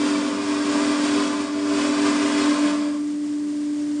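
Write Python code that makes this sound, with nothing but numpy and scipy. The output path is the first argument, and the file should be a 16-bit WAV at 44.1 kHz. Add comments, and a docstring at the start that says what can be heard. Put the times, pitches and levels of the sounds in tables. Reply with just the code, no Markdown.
"""In a workshop, a milling spindle turns about 294 times a second, cuts metal in two sweeps, then runs free.
The cut is a rasping hiss that pulses with each turn and sets the machine's frame ringing.
The workpiece and the tool each shake at their own pitch (chatter), beating against the spindle's hum.
Blown air and the workshop's rumble go on underneath."""
import sys
import numpy as np
from scipy import signal
from scipy.fft import rfft, irfft
from scipy.io import wavfile

SR = 44100
rng = np.random.default_rng(int(sys.argv[2]) if len(sys.argv) > 2 else 0)


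def transcribe(signal):
    """Save signal, clipped to [-1, 1], as a 16-bit WAV file at the path in sys.argv[1]."""
    frames = np.atleast_2d(signal).T
    limited = np.clip(frames, -1, 1)
    pcm = np.round(limited * 32767).astype(np.int16)
    wavfile.write(sys.argv[1], SR, pcm)


N = 176400
TIME = np.arange(N) / SR


def from_db(db):
    """Turn decibels into a gain."""
    return 10 ** (np.asarray(db) / 20)


def rms_one(x):
    """Scale a signal so its average strength (rms) is 1."""
    return x / np.sqrt(np.mean(x ** 2) + 1e-20)


def in_time(rows):
    """Join (time, value) points with straight lines."""
    return np.interp(TIME, *np.transpose(rows))


def drift(rate_hz):
    """A smooth random wobble of size about 1; a higher rate wobbles faster."""
    step = 40  # samples between random values
    r = np.exp(-2 * np.pi * rate_hz * step / SR)
    slow = signal.lfilter([1], [1, -2 * r, r * r], rng.standard_normal(N // step + 2002))[2000:]
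    return np.interp(np.arange(N) / step, np.arange(len(slow)), rms_one(slow))


def coloured(x, spectrum):
    """Make some frequencies stronger and others weaker; rms 1."""
    hz, db = np.transpose(spectrum)
    bins_hz = np.maximum(np.arange(N // 2 + 1) * SR / N, 1)
    gain = from_db(np.interp(np.log(bins_hz), np.log(hz), db))
    return rms_one(irfft(rfft(x) * gain, N))


def resonate(x, hz, width_hz):
    """Ring around one pitch, already sounding at the start; rms 1."""
    r = np.exp(-np.pi * width_hz * np.sqrt(2) / SR)
    section = [1 - r, 0, r - 1, 1, -2 * r * np.cos(2 * np.pi * hz / SR), r * r]
    return rms_one(signal.sosfilt([section, section], np.r_[x[-SR:], x])[SR:])


def workshop():
    """The hall and the idle machine rumble low."""
    # tone of the rumble: f/Hz, relative level/dB
    spectrum = [(25, -36.5), (60, -26.5), (100, -13), (130, -12.5), (160, -17.5), (200, -3.5), (240, -3.5),
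                (290, 2.5), (340, -11.5), (395, -3.5), (440, -18), (520, -18), (610, -16.5), (680, -15),
                (770, -28), (1100, -45.5)]
    return from_db(-41.5) * coloured(rng.standard_normal(N), spectrum)


def air():
    """Blown air hisses with a slight flicker."""
    # strength of the air blast: t/s, level/dB
    blast = [(0, -52.5), (3.0, -46), (3.35, -46.5), (3.6, -46), (4, -44.5)]
    # tone of the air: f/Hz, relative level/dB
    spectrum = [(400, -15.5), (780, -2.5), (950, 5.5), (1150, 5.5), (1400, 1), (1600, 5.5), (1750, 1),
                (1950, 5), (2450, 0), (3350, 1), (4000, -1), (4850, 2.5), (5700, 0.5), (6500, -0.5),
                (7300, 2), (8200, -.5), (9600, -2), (11000, -31)]
    return from_db(in_time(blast) + .73 * drift(12)) * coloured(rng.standard_normal(N), spectrum)


def shifting(ring):
    """A ring wanders in pitch and strength as the tool's point of contact moves; rms 1."""
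    position = np.cumsum(1 + .015 * drift(3))
    bent = np.interp(position, np.arange(N), ring, period=N)
    return rms_one(bent * from_db(1.5 * drift(3)))


def frame(load):
    """The random push of the cut makes the frame and clamp ring; the higher rings wander."""
    # their resonances: f/Hz, width/Hz, level in a full cut/dB
    resonances = [(126.7, 8.9, -59), (201.8, 17, -42.5), (219.6, 26, -42), (276, 30, -37.5),
                  (498.6, 29, -45), (654, 22.4, -38.5), (981, 51, -43), (1052, 50, -37.5),
                  (1170, 70, -41.5), (1363, 60, -46.5), (1635, 110, -46), (2019, 77, -49.5),
                  (2340, 91, -47), (3350, 71, -52), (4640, 240, -46), (5260, 350, -47), (6960, 290, -57.5)]
    rings = 0
    for hz, width_hz, db in resonances:
        ring = resonate(rng.standard_normal(N), hz, width_hz)
        rings = rings + from_db(db) * (shifting(ring) if hz > 900 else ring)
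    return load * rings


def chatter(angle, hz, level, tones, wander_rad):
    """A shake that feeds itself until the tool leaves the metal; the turning adds side tones."""
    phase = 2 * np.pi * hz * TIME + wander_rad * drift(4.1) + rng.uniform(0, 2 * np.pi)
    shake = sum(from_db(db) * np.sin(round(turns) * angle + round(swings) * phase)
                for turns, swings, db in tones)
    release_db = -80 * np.maximum(TIME - level[-1][0], 0)
    return np.sqrt(2) * from_db(in_time(level) + release_db + 1.8 * drift(20.5)) * shake


def workpiece_chatter(angle):
    """The workpiece shakes at a pitch below the hum."""
    # strength of the shake: t/s, level/dB
    level = [(0.0, -39), (0.05, -29), (0.11, -37.5), (0.27, -32.5), (0.51, -44.5), (0.77, -34),
             (1.31, -33.5), (1.34, -37), (1.72, -52), (1.76, -37), (1.85, -31.5), (1.95, -31.5),
             (1.99, -38.5), (2.16, -33), (2.26, -29.5), (2.38, -35), (2.5, -35), (2.88, -54), (2.9, -56)]
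    # its tones: spindle multiple, chatter multiple, relative level/dB
    tones = [(0, 1, 0.9), (2, -1, -13.5), (1, 1, -8.5), (2, 1, -20.5), (4, -1, -19.5)]
    return chatter(angle, 252.3, level, tones, wander_rad=.15)


def tool_chatter(angle):
    """The tool shakes at a pitch above the hum."""
    # strength of the shake: t/s, level/dB
    level = [(0.0, -32.5), (0.18, -34.5), (0.29, -42.5), (0.33, -34.5), (0.5, -34.5), (0.78, -33),
             (0.92, -33.5), (0.98, -43), (1.06, -33), (1.2, -29.5), (1.31, -39), (1.42, -34.5),
             (1.5, -38.5), (1.74, -30.5), (1.95, -35), (2.05, -29), (2.15, -37), (2.24, -31), (2.31, -38),
             (2.4, -28.5), (2.56, -43), (2.78, -44), (2.85, -54), (2.9, -46)]
    # its tones: spindle multiple (rounded on use), chatter multiple, relative level/dB
    tones = [(0, 1, -0.5), (-1, 1, -20.5), (1.5, 1, -21), (3, -1, -17.5)]
    return chatter(angle, 394.3, level, tones, wander_rad=.55)


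def spindle(angle, load):
    """The spindle hums at its turning rate; of its wavering overtones, the top two grow with load."""
    # strength of the hum: t/s, level/dB
    hum = [(0.0, -21), (0.18, -23), (0.21, -24), (0.46, -28.5), (0.5, -21.5), (0.58, -26), (0.61, -22),
           (0.65, -25.5), (0.69, -21), (0.73, -24), (0.77, -20), (0.85, -23.5), (0.88, -21), (0.95, -22),
           (1.18, -21), (1.37, -26.5), (1.4, -24.5), (1.465, -30), (1.54, -24.5), (1.71, -21.5),
           (1.97, -22.5), (2.05, -19), (2.16, -23), (2.23, -20.5), (2.32, -23.5), (2.38, -20), (2.44, -23),
           (2.48, -17.5), (2.52, -17.5), (2.555, -25.5), (2.64, -16), (2.69, -21.5), (2.8, -22.5),
           (3.0, -25.5), (3.93, -24), (4.0, -23.5)]
    # the overtone an octave up: t/s, level/dB
    octave = [(0, -63), (.45, -45), (.66, -44.5), (.73, -38), (.85, -41.5), (1.2, -39.5), (1.42, -46.5),
              (1.78, -38), (2.1, -42), (2.4, -43.5), (2.68, -35.5), (2.8, -48), (2.88, -36.5),
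              (2.97, -41.5), (3.06, -57), (4, -49.5)]
    # higher overtones: spindle multiple, level from a full cut/dB, level running free/dB
    overtones = [(3, -46, -62), (4, -44, -67.5)]
    gains = [(2, from_db(in_time(octave)))]
    gains += [(k, np.hypot(load * from_db(cut), from_db(free))) for k, cut, free in overtones]
    sound = from_db(in_time(hum) + .5 * load * drift(30)) * np.cos(angle)
    waver_depth = .47
    for multiple, gain in gains:
        waver = 1 + waver_depth * (drift(13) + 1j * drift(13))  # moves both strength and phase
        sound = sound + gain * np.real(waver * np.exp(1j * multiple * angle)) / np.hypot(1, waver_depth)
    return np.sqrt(2) * sound


def reflected(x, count=8):
    """Short echoes off the table and housing sound hollow and shift as the machine travels; rms 1."""
    sound = x
    for delay_s in rng.uniform(.001009, .013, count):
        source_s = TIME - delay_s - .00013 * drift(.6)
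        sound = sound + from_db(-14) * rng.choice([-1, 1]) * np.interp(source_s, TIME, x)
    return rms_one(sound)


def cutting(angle, bite_db, chips_per_s=1500):
    """Metal hisses as it is sheared off and tiny chips strike; both pulse once a turn."""
    chips = (rng.random(N) < chips_per_s / SR) * rng.choice([-1, 1], N)
    chips = chips * from_db(3 * np.minimum(rng.exponential(1, N), 4))  # a few hit harder
    pulse = 1 + .055 * np.cos(angle)
    force = (rng.standard_normal(N) + from_db(-7) * rms_one(chips)) * pulse
    # tone of the hiss: f/Hz, relative level/dB
    rasp = [(25, -31), (60, -19.5), (150, -21.5), (220, -8), (430, 0), (600, -0.5), (780, -3), (930, 1),
            (1220, 1), (1440, 2), (1600, 1), (1850, -1.5), (2150, -2.5), (2550, -1), (2850, -4.5),
            (3150, -2.5), (3600, -3.5), (4100, -6), (4550, -5.5), (5000, -5), (5500, -7), (6100, -8.5),
            (6800, -8), (7500, -7), (8400, -11.5), (9100, -8.5), (9600, -17.5)]
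    return from_db(bite_db - 1.5 + .35 * drift(30)) * coloured(reflected(force), rasp)


def scene():
    """The turning and the tool's bite drive the cut; everything is heard from the centre."""
    # spindle speed, rising as the load comes off: t/s, speed/(turns per s)
    speed = [(0, 294.2), (.5, 294.45), (1.1, 294.3), (1.5, 294.45), (2.1, 294.3), (2.7, 294.4),
             (3.0, 294.9), (4, 294.9)]
    # how hard the tool bites, which sets the hiss: t/s, level/dB
    bite = [(0, -29.5), (.06, -28), (.2, -30.5), (.39, -33), (.53, -30), (.62, -31.5), (.74, -27.5),
            (.9, -27.5), (.99, -29.5), (1.06, -26), (1.11, -28), (1.16, -28), (1.22, -27), (1.31, -31),
            (1.44, -33.5), (1.51, -37), (1.63, -35), (1.77, -28), (1.86, -27), (1.92, -29.5), (2.02, -29),
            (2.07, -25), (2.13, -28), (2.33, -28), (2.42, -26.5), (2.6, -30), (2.69, -29.5), (2.78, -35.5),
            (2.84, -37), (2.95, -45.5)]
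    full_cut_db, exit_db_per_s = -28, 175  # the bite fades fast as the tool leaves the metal
    angle = 2 * np.pi * np.cumsum(in_time(speed)) / SR
    bite_db = in_time(bite) - exit_db_per_s * np.maximum(TIME - bite[-1][0], 0)
    load = from_db(.61 * (bite_db - full_cut_db))  # 1 in a full cut
    shaking = workpiece_chatter(angle) + tool_chatter(angle)
    mix = shaking + spindle(angle, load) + cutting(angle, bite_db) + frame(load) + workshop() + air()
    return np.array([mix, mix])


def record(dry):
    """The treble above 9650 Hz is cut steeply."""
    return signal.sosfilt(signal.ellip(12, .1, 80, 9650, fs=SR, output="sos"), dry)


dry = scene()
out = record(dry)
transcribe(out)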